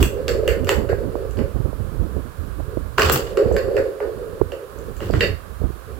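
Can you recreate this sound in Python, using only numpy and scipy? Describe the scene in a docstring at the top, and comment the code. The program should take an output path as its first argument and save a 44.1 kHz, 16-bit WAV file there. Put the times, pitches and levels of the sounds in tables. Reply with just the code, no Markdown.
"""A hollow plastic ball rolls round the track of a toy tower, knocking over the track's joints.
A kitten's paw bats it and shoves the tower, so the base scrapes and the hard floor rumbles.
Ball, track and tower are noise and clicks sent through resonances; a small hard room answers the knocks.
A draught of shaped noise buffets the right of two microphone ports, which colour the toy differently.
Steady room tone and hiss lie underneath."""
import sys
import numpy as np
from scipy import signal
from scipy.fft import rfft, irfft, next_fast_len
from scipy.io import wavfile
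from scipy.ndimage import uniform_filter1d, map_coordinates

SR = 44100
rng = np.random.default_rng(int(sys.argv[2]) if len(sys.argv) > 2 else 0)


def file_out(sig):
    """Save sig as 16-bit WAV at sys.argv[1]."""
    # one column per channel
    cols = np.atleast_2d(sig).T
    # limit, then scale
    lim = np.clip(cols, -1, 1)
    pcm = np.round(lim * 32767).astype(np.int16)
    wavfile.write(sys.argv[1], SR, pcm)


N = 264159


def amp(db):
    """Turn decibels into a plain multiplier."""
    return 10 ** (np.asarray(db) / 20)


def unit(x):
    """Scale a signal to an average (RMS) strength of 1."""
    return x / np.sqrt(np.mean(x ** 2) + 1e-20)


def along(points, hz):
    """Read each column of (f/Hz, value, ..) points at the wanted pitches, on a log axis."""
    f, *columns = np.transpose(points)
    return np.squeeze([np.interp(np.log(hz + 1), np.log(f + 1), column) for column in columns])


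def curves(rows):
    """Join (t/s, value, ..) rows with straight lines: one value per sample for each column."""
    s, *columns = np.transpose(rows)
    return np.squeeze([np.interp(np.arange(N) / SR, s, column) for column in columns])


def wobble(rate):
    """A smooth random curve through `rate` random points a second."""
    knots = rng.standard_normal(int(N * rate / SR) + 4)
    return map_coordinates(knots, [np.arange(N) * rate / SR])


def swells(starts, lengths, levels_db, rise_s, fade_db_per_s, lead_s=0):
    """Sum of envelopes that rise, hold for their length and fade; lead_s starts them early."""
    t = np.arange(N) / SR + lead_s
    total = 0
    for s, length, db in np.broadcast(starts, lengths, levels_db):
        fading_s = np.maximum(t - s - rise_s - length, 0)
        total = total + np.clip((t - s) / rise_s, 0, 1) * amp(db - fade_db_per_s * fading_s)
    return total


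def filtered(x, response):
    """Change the strength and timing of each frequency in x by a complex response."""
    m = next_fast_len(x.shape[-1] + 8192)  # spare room, so that the ringing does not wrap round
    return irfft(rfft(x, m) * response(np.fft.rfftfreq(m, 1 / SR)), m)[..., :x.shape[-1]]


def shelf(f, corner_hz):
    """0 in the bass, 1 in the treble, one half at the corner."""
    return f ** 4 / (f ** 4 + corner_hz ** 4)


def resonances(f, modes, order=1):
    """Causal sum of (f/Hz, width/Hz, level/dB) modes; a higher order darkens the valleys between."""
    total = 0
    for k, (centre, width, db) in enumerate(modes):
        peak = 1j * f * width / (centre * centre - f * f + 1j * f * width)
        total = total + (-1) ** k * amp(db) * peak ** order
    return total


# room tone and hiss, before one shared boost: f/Hz, left level/dB, right level/dB
ROOM_TONE = [(100, -83, -104), (472, -82, -67.5), (854, -94, -78.5), (1100, -83.5, -69.5),
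             (1680, -92, -76.5), (1940, -91.5, -86), (4500, -95.5, -91.5), (6000, -98.5, -96.5),
             (7400, -92, -99), (9660, -101, -90), (14000, -93.5, -93), (16500, -99, -96)]


def room_tone():
    """Steady room tone and hiss: shaped noise, unrelated between the ports."""
    noise = rng.standard_normal((2, N))
    return filtered(noise, lambda f: amp(along(ROOM_TONE, f) + 43.5))


# buffeting of the right port between puffs: t/s, level/dB
DRAUGHT = [(0, -10), (.12, -22.5), (.42, -21), (.73, -17.5), (.8, -17.5), (1.03, -24.5), (1.08, -19),
           (1.14, -24), (1.34, -23), (1.41, -15.5), (1.52, -29), (1.92, -22.5), (2.09, -24), (2.3, -26),
           (2.56, -25), (2.74, -28.5), (3.05, -25), (3.42, -29), (3.8, -29), (3.93, -39), (4.1, -38),
           (4.16, -30), (4.36, -32.5), (4.6, -41), (4.83, -29.5), (5.01, -26.5), (5.3, -18.5),
           (5.38, -30.5), (5.58, -28.5), (5.82, -34.5), (5.94, -25.5), (5.99, -33)]
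# how the strength of the eddies falls with pitch: f/Hz, level/dB
EDDIES = [(20, -2), (40, -1), (65, 2), (100, -5), (200, -11), (450, -21), (800, -36), (1500, -47),
          (4000, -110)]
# sharp puffs: t/s, flutter level/dB (relative), push level/dB (relative to the flutter),
# level/dB of the gust that carries the puff
PUFFS = [(0.927, -11, 4.5, -42), (1.152, -12.5, -28, -44), (1.554, -31, 11, -17), (1.6, -23.5, 17, -22),
         (1.655, -23, 11, -16), (1.727, -21.5, -7, -31), (1.801, -33, 24.5, -30), (1.847, -42, 15.5, -19.5),
         (1.872, -36, 30, -21), (1.965, -40, 12, -19), (1.998, -36, 1, -16), (2.163, -22.5, 9.5, -26.5),
         (2.385, -35.5, 19.5, -28), (2.479, -42, 25, -27), (2.6, -22.5, 1, -20), (2.679, -36.5, 25, -29),
         (2.768, -11, -27, -15), (3.459, -17, 0, -16), (3.51, -9, -6, -19), (3.681, -19, -7, -24),
         (4.411, -3.5, -9, -11), (4.757, -28.5, -9, -47), (5.098, -13.5, 0, -13.5), (5.134, -15, -12, -14),
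         (5.613, -20, 6, -16.5), (5.635, -23, 9, -22.5), (5.698, -27, -11, -24)]
GUST_RISE_S, GUST_FADE_DB_PER_S = 0.015, 289


def puff(t, db, push_db):
    """A flutter of a few ms on a slower push of air."""
    burst = rng.standard_normal(len(t)) * np.exp(-((t - .004) / .0025) ** 2)
    flutter = filtered(burst, lambda f: resonances(f, [(398, 206, 0)]) ** 2 * (1 - shelf(f, corner_hz=1300)))
    push = np.sin(2 * np.pi * rng.uniform(69, 130) * t) * t / 0.013 * np.exp(1 - t / 0.0047)
    return amp(db + 4.5) * (flutter / np.abs(flutter).max() + amp(push_db + 2) * push)


def draught():
    """Lumpy eddies hit the right port only; stronger gusts reach higher in pitch and carry puffs."""
    s, *_, gust_db = np.transpose(PUFFS)
    gusts = swells(s, 0, gust_db, GUST_RISE_S, GUST_FADE_DB_PER_S, lead_s=0.013)
    level_db = 20 * np.log10(amp(curves(DRAUGHT)) + gusts)
    lumps = 2 * wobble(18)
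    low_eddies = filtered(rng.standard_normal(N),
                          lambda f: amp(along(EDDIES, f)) * (1 - shelf(f, corner_hz=150.5)))
    low = unit(amp(lumps) * low_eddies)
    high_lumps = amp(2.9 * lumps + 3.14 * wobble(50))
    high_eddies = filtered(rng.standard_normal(N),
                           lambda f: amp(along(EDDIES, f)) * shelf(f, corner_hz=183))
    high = unit(high_lumps * high_eddies)
    # the high part grows faster than the low part as the wind strengthens
    wind = np.pad(amp(level_db) * low + amp(1.276 * level_db - 3.5) * high, (0, SR))
    t = np.arange(SR // 10) / SR
    for s, db, push_db, _ in PUFFS:
        wind[round(s * SR):][:len(t)] += puff(t, db, push_db)
    return wind[:N] * np.array([[0], [1]])  # left silent, right full


# tone of the floor's rumble: f/Hz, level/dB
BOARDS = [(25, -19), (60, -0.5), (90, 4.5), (150, 0.5), (260, -2.5), (400, 5.5), (1000, -70)]
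# paws and tower landing on the boards: t/s, level/dB (relative), f/Hz
THUMPS = [(0, -11, 54), (0.029, -27, 76), (3.001, -24, 79.5), (3.05, -16, 73), (3.085, -21, 71.5),
          (3.143, -17, 93.6), (3.767, -32, 111), (5.022, -29, 100), (5.047, -21, 100), (5.135, -15, 125),
          (5.165, -17, 97), (5.289, -24.5, 93)]
REST_RUMBLE_DB, RUMBLE_FADE_DB_PER_S = -52, 400  # the boards are never quite still


def boards():
    """The floor rumbles under each shove and gives a few low cycles at each landing."""
    s, length, *_, rumble_db = np.transpose(SHOVES)
    shaking = amp(REST_RUMBLE_DB) + swells(s, length, rumble_db, SHOVE_RISE_S, RUMBLE_FADE_DB_PER_S)
    out = shaking * unit(filtered(rng.standard_normal(N), lambda f: amp(along(BOARDS, f))))
    t = np.arange(SR // 8) / SR
    for s, db, hz in THUMPS:
        swell = t * hz * np.exp(1 - t * hz)  # fullest after one cycle
        out[round(s * SR):][:len(t)] += amp(db) * np.sin(2 * np.pi * hz * t) * swell
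    return out


# ways the ball and track ring, family by family: f/Hz, relative width/Hz, level/dB (relative)
TRACK = [
    [(652, 124, 4), (1120, 268, -0.5)],
    [(1557, 345, 2.5)],
    [(1917, 481, 0.5), (2580, 1300, -17.5)],
    [(2750, 285, -11)],
    [(3700, 247, 2.5)],
    [(4320, 364, 0), (4694, 350, -2.5), (5305, 250, -5)],
    [(6310, 300, -1.5), (7430, 500, 2)],
    [(12300, 4200, 2.5)],
]


def track(f, family_db, damping):
    """The track's ringing, each family at its own strength; more damping widens the modes."""
    modes = []
    for family, strength_db in zip(TRACK, family_db):
        for hz, width, db in family:
            modes.append((hz, 1.61 * width * np.clip(damping, .2, 4), db + strength_db))
    return resonances(f, modes, order=2)


# strength of the lower mode families under rubbing: level/dB
RUBBED = [6.5, 3, -2, -4.5, -3.5, -3.5, -4.5]
# shoves of the tower: t/s, length/s, scrape level/dB, treble level over the scrape/dB,
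# floor rumble level/dB
SHOVES = [(0, 0.029, -32.5, -3, -20), (2.977, 0.085, -26.5, -9, -25.5), (3.082, 0.045, -34, -17, -30),
          (3.118, 0.0026, -38.5, 22.5, -34), (3.136, 0.027, -29.5, -14, -21),
          (3.193, 0.12, -45.5, -10, -54), (4.73, 0.33, -67, 9, -78), (5.01, 0.086, -45, -8, -31),
          (5.127, 0.11, -42.5, -15, -31), (5.228, .04, -45, -1, -26.5)]
SHOVE_RISE_S, SCRAPE_FADE_DB_PER_S = 0.0053, 330


def shoving():
    """The base slides: a gritty scrape in the track's modes and a smoother hiss above."""
    grit = rng.standard_normal((2, N)) * amp(2.1 * wobble(200))
    scrape = unit(filtered(grit, lambda f: track(f, [*RUBBED, -30], damping=1.74)))
    hiss = unit(filtered(rng.standard_normal((2, N)), lambda f: shelf(f, corner_hz=7000)))
    s, length, scrape_db, treble_db, _ = np.transpose(SHOVES)
    scrape_level = swells(s, length, scrape_db, SHOVE_RISE_S, SCRAPE_FADE_DB_PER_S)
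    hiss_level = swells(s, length, scrape_db + treble_db, SHOVE_RISE_S, SCRAPE_FADE_DB_PER_S)
    return scrape_level * scrape + hiss_level * hiss


# air and wall resonances of the hollow tower: f/Hz, width/Hz, level/dB
SHELL = [(384.3, 89.5, -5), (428, 39.8, 2), (466.4, 29.6, 0), (539, 40.7, -1)]


def shell(f):
    """The hollow tower's resonances, made steep on both sides by one broad resonance."""
    return resonances(f, SHELL) * resonances(f, [(406, 390, 0)])


# rolling that surges and dies away: t/s, level/dB
ROLL = [(0, -45), (.18, -21.5), (.25, -23), (.43, -19), (.47, -18), (.62, -27), (1.11, -28), (1.23, -21),
        (1.32, -36), (1.48, -27), (1.6, -52), (2.16, -34.5), (2.3, -49.5), (2.64, -53), (2.72, -29),
        (2.92, -63), (3.32, -27), (3.43, -18), (3.52, -17), (3.56, -20.5), (3.72, -19), (3.76, -14),
        (3.9, -27), (4.33, -26.5), (4.49, -35), (4.76, -40.5), (4.89, -29), (4.97, -53), (5.19, -56),
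        (5.23, -20), (5.3, -29.5), (5.38, -57), (5.82, -68), (5.89, -33.5), (5.99, -43)]
HOP_RISE_S, HOP_FADE_DB_PER_S = 0.0054, 160  # after a knock the ball hops and drums on the tower


def rolling():
    """Uneven bumps under the ball shake the hollow tower, with hops after knocks and faint chatter."""
    bumps = rng.standard_normal((3, N)) * amp(1.7 * wobble(60) + 1.1 * wobble(22.33))
    shared, left, right = filtered(bumps, shell)
    drum = np.array([unit(shared + 0.86 * left), unit(shared + 0.49 * right)])
    chatter = unit(filtered(bumps[1:], lambda f: track(f, [*RUBBED, -20], damping=0.89)))
    s, hop_db = np.transpose(KNOCKS)[[0, 4]]
    hops = swells(s, 0, hop_db, HOP_RISE_S, HOP_FADE_DB_PER_S)
    return (amp(curves(ROLL)) + hops) * (drum + amp(-33.5) * chatter)


# how long the room rings: f/Hz, time to fall by 60 dB/s
ROOM = [(500, 0.71), (1300, 0.33), (3500, 0.29), (9000, 0.3)]


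def room(x):
    """A fresh noise tail per port, slightly late; each frequency dies at its own speed."""
    hz, t, z = signal.stft(rng.standard_normal((2, SR // 2)), SR, nperseg=256)
    fading = amp(-60 * t / along(ROOM, hz)[:, None])
    tail = signal.istft(z * fading, SR, nperseg=256)[1]
    late = np.pad(x, (250, 0))[None]  # delay in samples
    return signal.fftconvolve(late, tail / np.linalg.norm(tail[0]), axes=1)


# usual strength of each mode family in a knock: f/Hz, level/dB
STRUCK = [(1000, -14), (1500, -15), (2000, -17), (2800, -17), (3600, -23), (4700, -20.5), (7500, -16.5),
          (12000, -26)]
# knocks of ball and paw: t/s, level/dB (relative), tower thud level/dB (relative to the knock),
# rattle level/dB (relative), level/dB of the drumming that follows, brightness/dB per octave,
# favoured modes f/Hz, their spread/octaves, damping (relative),
# how much the spot struck favours those modes/dB
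KNOCKS = [(0.028, -10, -5, -6, -28, 3, 2670, 0.13, 0.91, 10),
          (0.281, -14, 3.5, 0.5, -20, -1, 5000, 1, 0.81, 7),
          (0.478, -12, 10, -0.5, -15.5, 0, 1820, 0.38, 0.85, 7),
          (0.493, -34, 15, -11, -44, -7, 1900, .4, 0.69, 15),
          (0.6462, -31, -11, -15, -60, 5, 2700, .2, 0.92, 12),
          (0.6706, -21, -5, 7.5, -26, -2, 2570, 0.11, 0.69, 2),
          (0.6917, -4.5, 0.5, -5, -16.5, -0.5, 3350, 0.092, 0.83, 6),
          (0.8903, -32.5, 4, 12, -18, -1.5, 1590, 0.34, 0.64, 9.5),
          (1.31, -37.5, -4, 2, -60, -0.5, 7500, .3, 0.98, 9),
          (1.3716, -36.5, -6, 7, -38, -3, 4500, 0.35, .8, 10),
          (1.39, -34.5, 8, 4.5, -30, -3, 2030, 0.41, 0.92, 8),
          (2.9827, -3, -3.5, -10.5, -30, -6, 2630, 0.14, 0.68, 9),
          (2.9962, -12, 6, 5.5, -23, -0.5, 1500, .2, 0.48, 8.5),
          (3.02, -4, 0, -22, -24, -3, 4760, 0.21, .9, 11.5),
          (3.0972, -3.5, -31, -25, -17.5, -1, 1213, 0.34, 0.72, 10.5),
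          (3.1752, -20, -27, -5, -30, 3, 6500, 0.77, 0.57, 8),
          (3.372, -16.5, -12, -1.5, -11, -3, 4300, 0.22, 0.54, 7),
          (3.5255, -42, -11, 6.5, -64, 4.5, 7500, .2, 0.45, 14),
          (3.5652, -12, -17, 0.5, -44, -2, 4340, 0.087, 0.43, 13),
          (3.582, -24.5, -8, 1, -60, -3, 4580, .15, 0.24, 15.5),
          (3.7668, -23, 13, 5, -15.5, -2, 1620, 0.5, 0.76, 8),
          (4.0032, -35, -16, 2.5, -20, -11, 1250, 0.33, 1, 9.5),
          (4.5197, -23.5, 2, -5.5, -25, -2.5, 2760, 0.18, 0.78, 6),
          (4.787, -52.5, -2, -3, -52, 9, 7500, .2, 0.43, 15.5),
          (4.9663, -39.5, 16, 7, -60, 2.5, 7500, .2, 0.57, 11),
          (5.0044, -29.5, -3, 5, -25, -4.5, 2650, 0.15, 0.64, 10),
          (5.109, -31, -10, 0, -60, 1.5, 4380, 0.18, .6, 13),
          (5.1375, -24, 11, -1, -41, -7.5, 1730, .5, 0.46, 9),
          (5.2075, -17.5, -17, 3.5, -21.5, -0.5, 3140, 1.02, 0.52, 22.5)]
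# a louder rattle lasts longer: its length when the two levels add to 0 dB, and the drop that halves it
RATTLE_S, RATTLE_HALVES_DB = 0.052, 57


def knocks():
    """One sharp contact, a gritty rattle that holds and then dies, a thud of the tower, and the room."""
    out, t = np.zeros((2, N + 2 * SR)), np.arange(SR // 5) / SR
    hz, usual_db = np.transpose(STRUCK)
    for s, db, thud_db, rattle_db, _, tilt_db, favoured_hz, spread, damping, favour_db in KNOCKS:
        favour = np.exp(-(np.log2(hz / favoured_hz) / spread) ** 2)
        family_db = usual_db + tilt_db * np.log2(hz / 2800) + favour_db * favour
        noise = rng.standard_normal((4, len(t)))
        contact = 9 * (t == 0) + 1.8 * amp(-60 * t / 0.012) * noise[0]  # a click and a short rasp
        grit = amp(2.43 * unit(uniform_filter1d(noise[3], size=100))) * noise[1:3]
        rattle_s = RATTLE_S * 2 ** ((db + rattle_db) / RATTLE_HALVES_DB)
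        hold = (1 - np.exp(-t / 0.00044)) * np.exp(-(t / rattle_s) ** 2.7)
        rattle = amp(rattle_db - 7.5) * hold * grit
        # parts in contact damp each other, so the snap's modes are wider than the rattle's
        snap = filtered(contact, lambda f: track(f, family_db, 2.5 * damping)
                        * amp(-3 * shelf(f, corner_hz=5400)))
        ringing = filtered(rattle, lambda f: track(f, family_db, .8 * damping))
        crack = amp(db + 7.0) * (snap + ringing)
        thud = amp(db + thud_db + 21) * filtered(amp(-60 * t / 0.023) * noise[0], shell)
        wet = amp(-2.0) * room(crack[0] + .5 * thud)
        out[:, round(s * SR):][:, :len(t)] += crack + thud
        out[:, round(s * SR):][:, :wet.shape[1]] += wet
    return out[:, :N]


# colour that each port gives to the toy: f/Hz, left level/dB, right level/dB
PORTS = [(100, 0, 2), (507, -7, -2.5), (1046, 1.5, 4.5), (2110, 7.5, 9), (2830, 9.5, 21.5), (3490, 1, 9),
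         (3690, 1, -6), (4870, 3.5, 12.5), (5960, 11.5, -15), (5990, 0, -11), (8460, 4.5, -28),
         (8900, -6.5, -16), (12000, 3.5, -9), (15500, 6, -27)]


def scene():
    """The toy is heard through the coloured ports; draught and room tone are added after."""
    toy = rolling() + knocks() + shoving() + boards()
    return filtered(toy, lambda f: amp(along(PORTS, f))) + draught() + room_tone()


TOP_HZ = 15900  # nothing passes from here up


def record(dry):
    """The deepest bass is cut, peaks round off at full scale, nothing passes above the band limit."""
    cut = filtered(dry, lambda f: -f * f / (45 ** 2 - f * f + 1j * f * 55))
    rounded = cut / (1 + np.abs(cut) ** 8) ** (1 / 8)
    return filtered(rounded, lambda f: f < TOP_HZ)


dry = scene()
out = record(dry)
file_out(out)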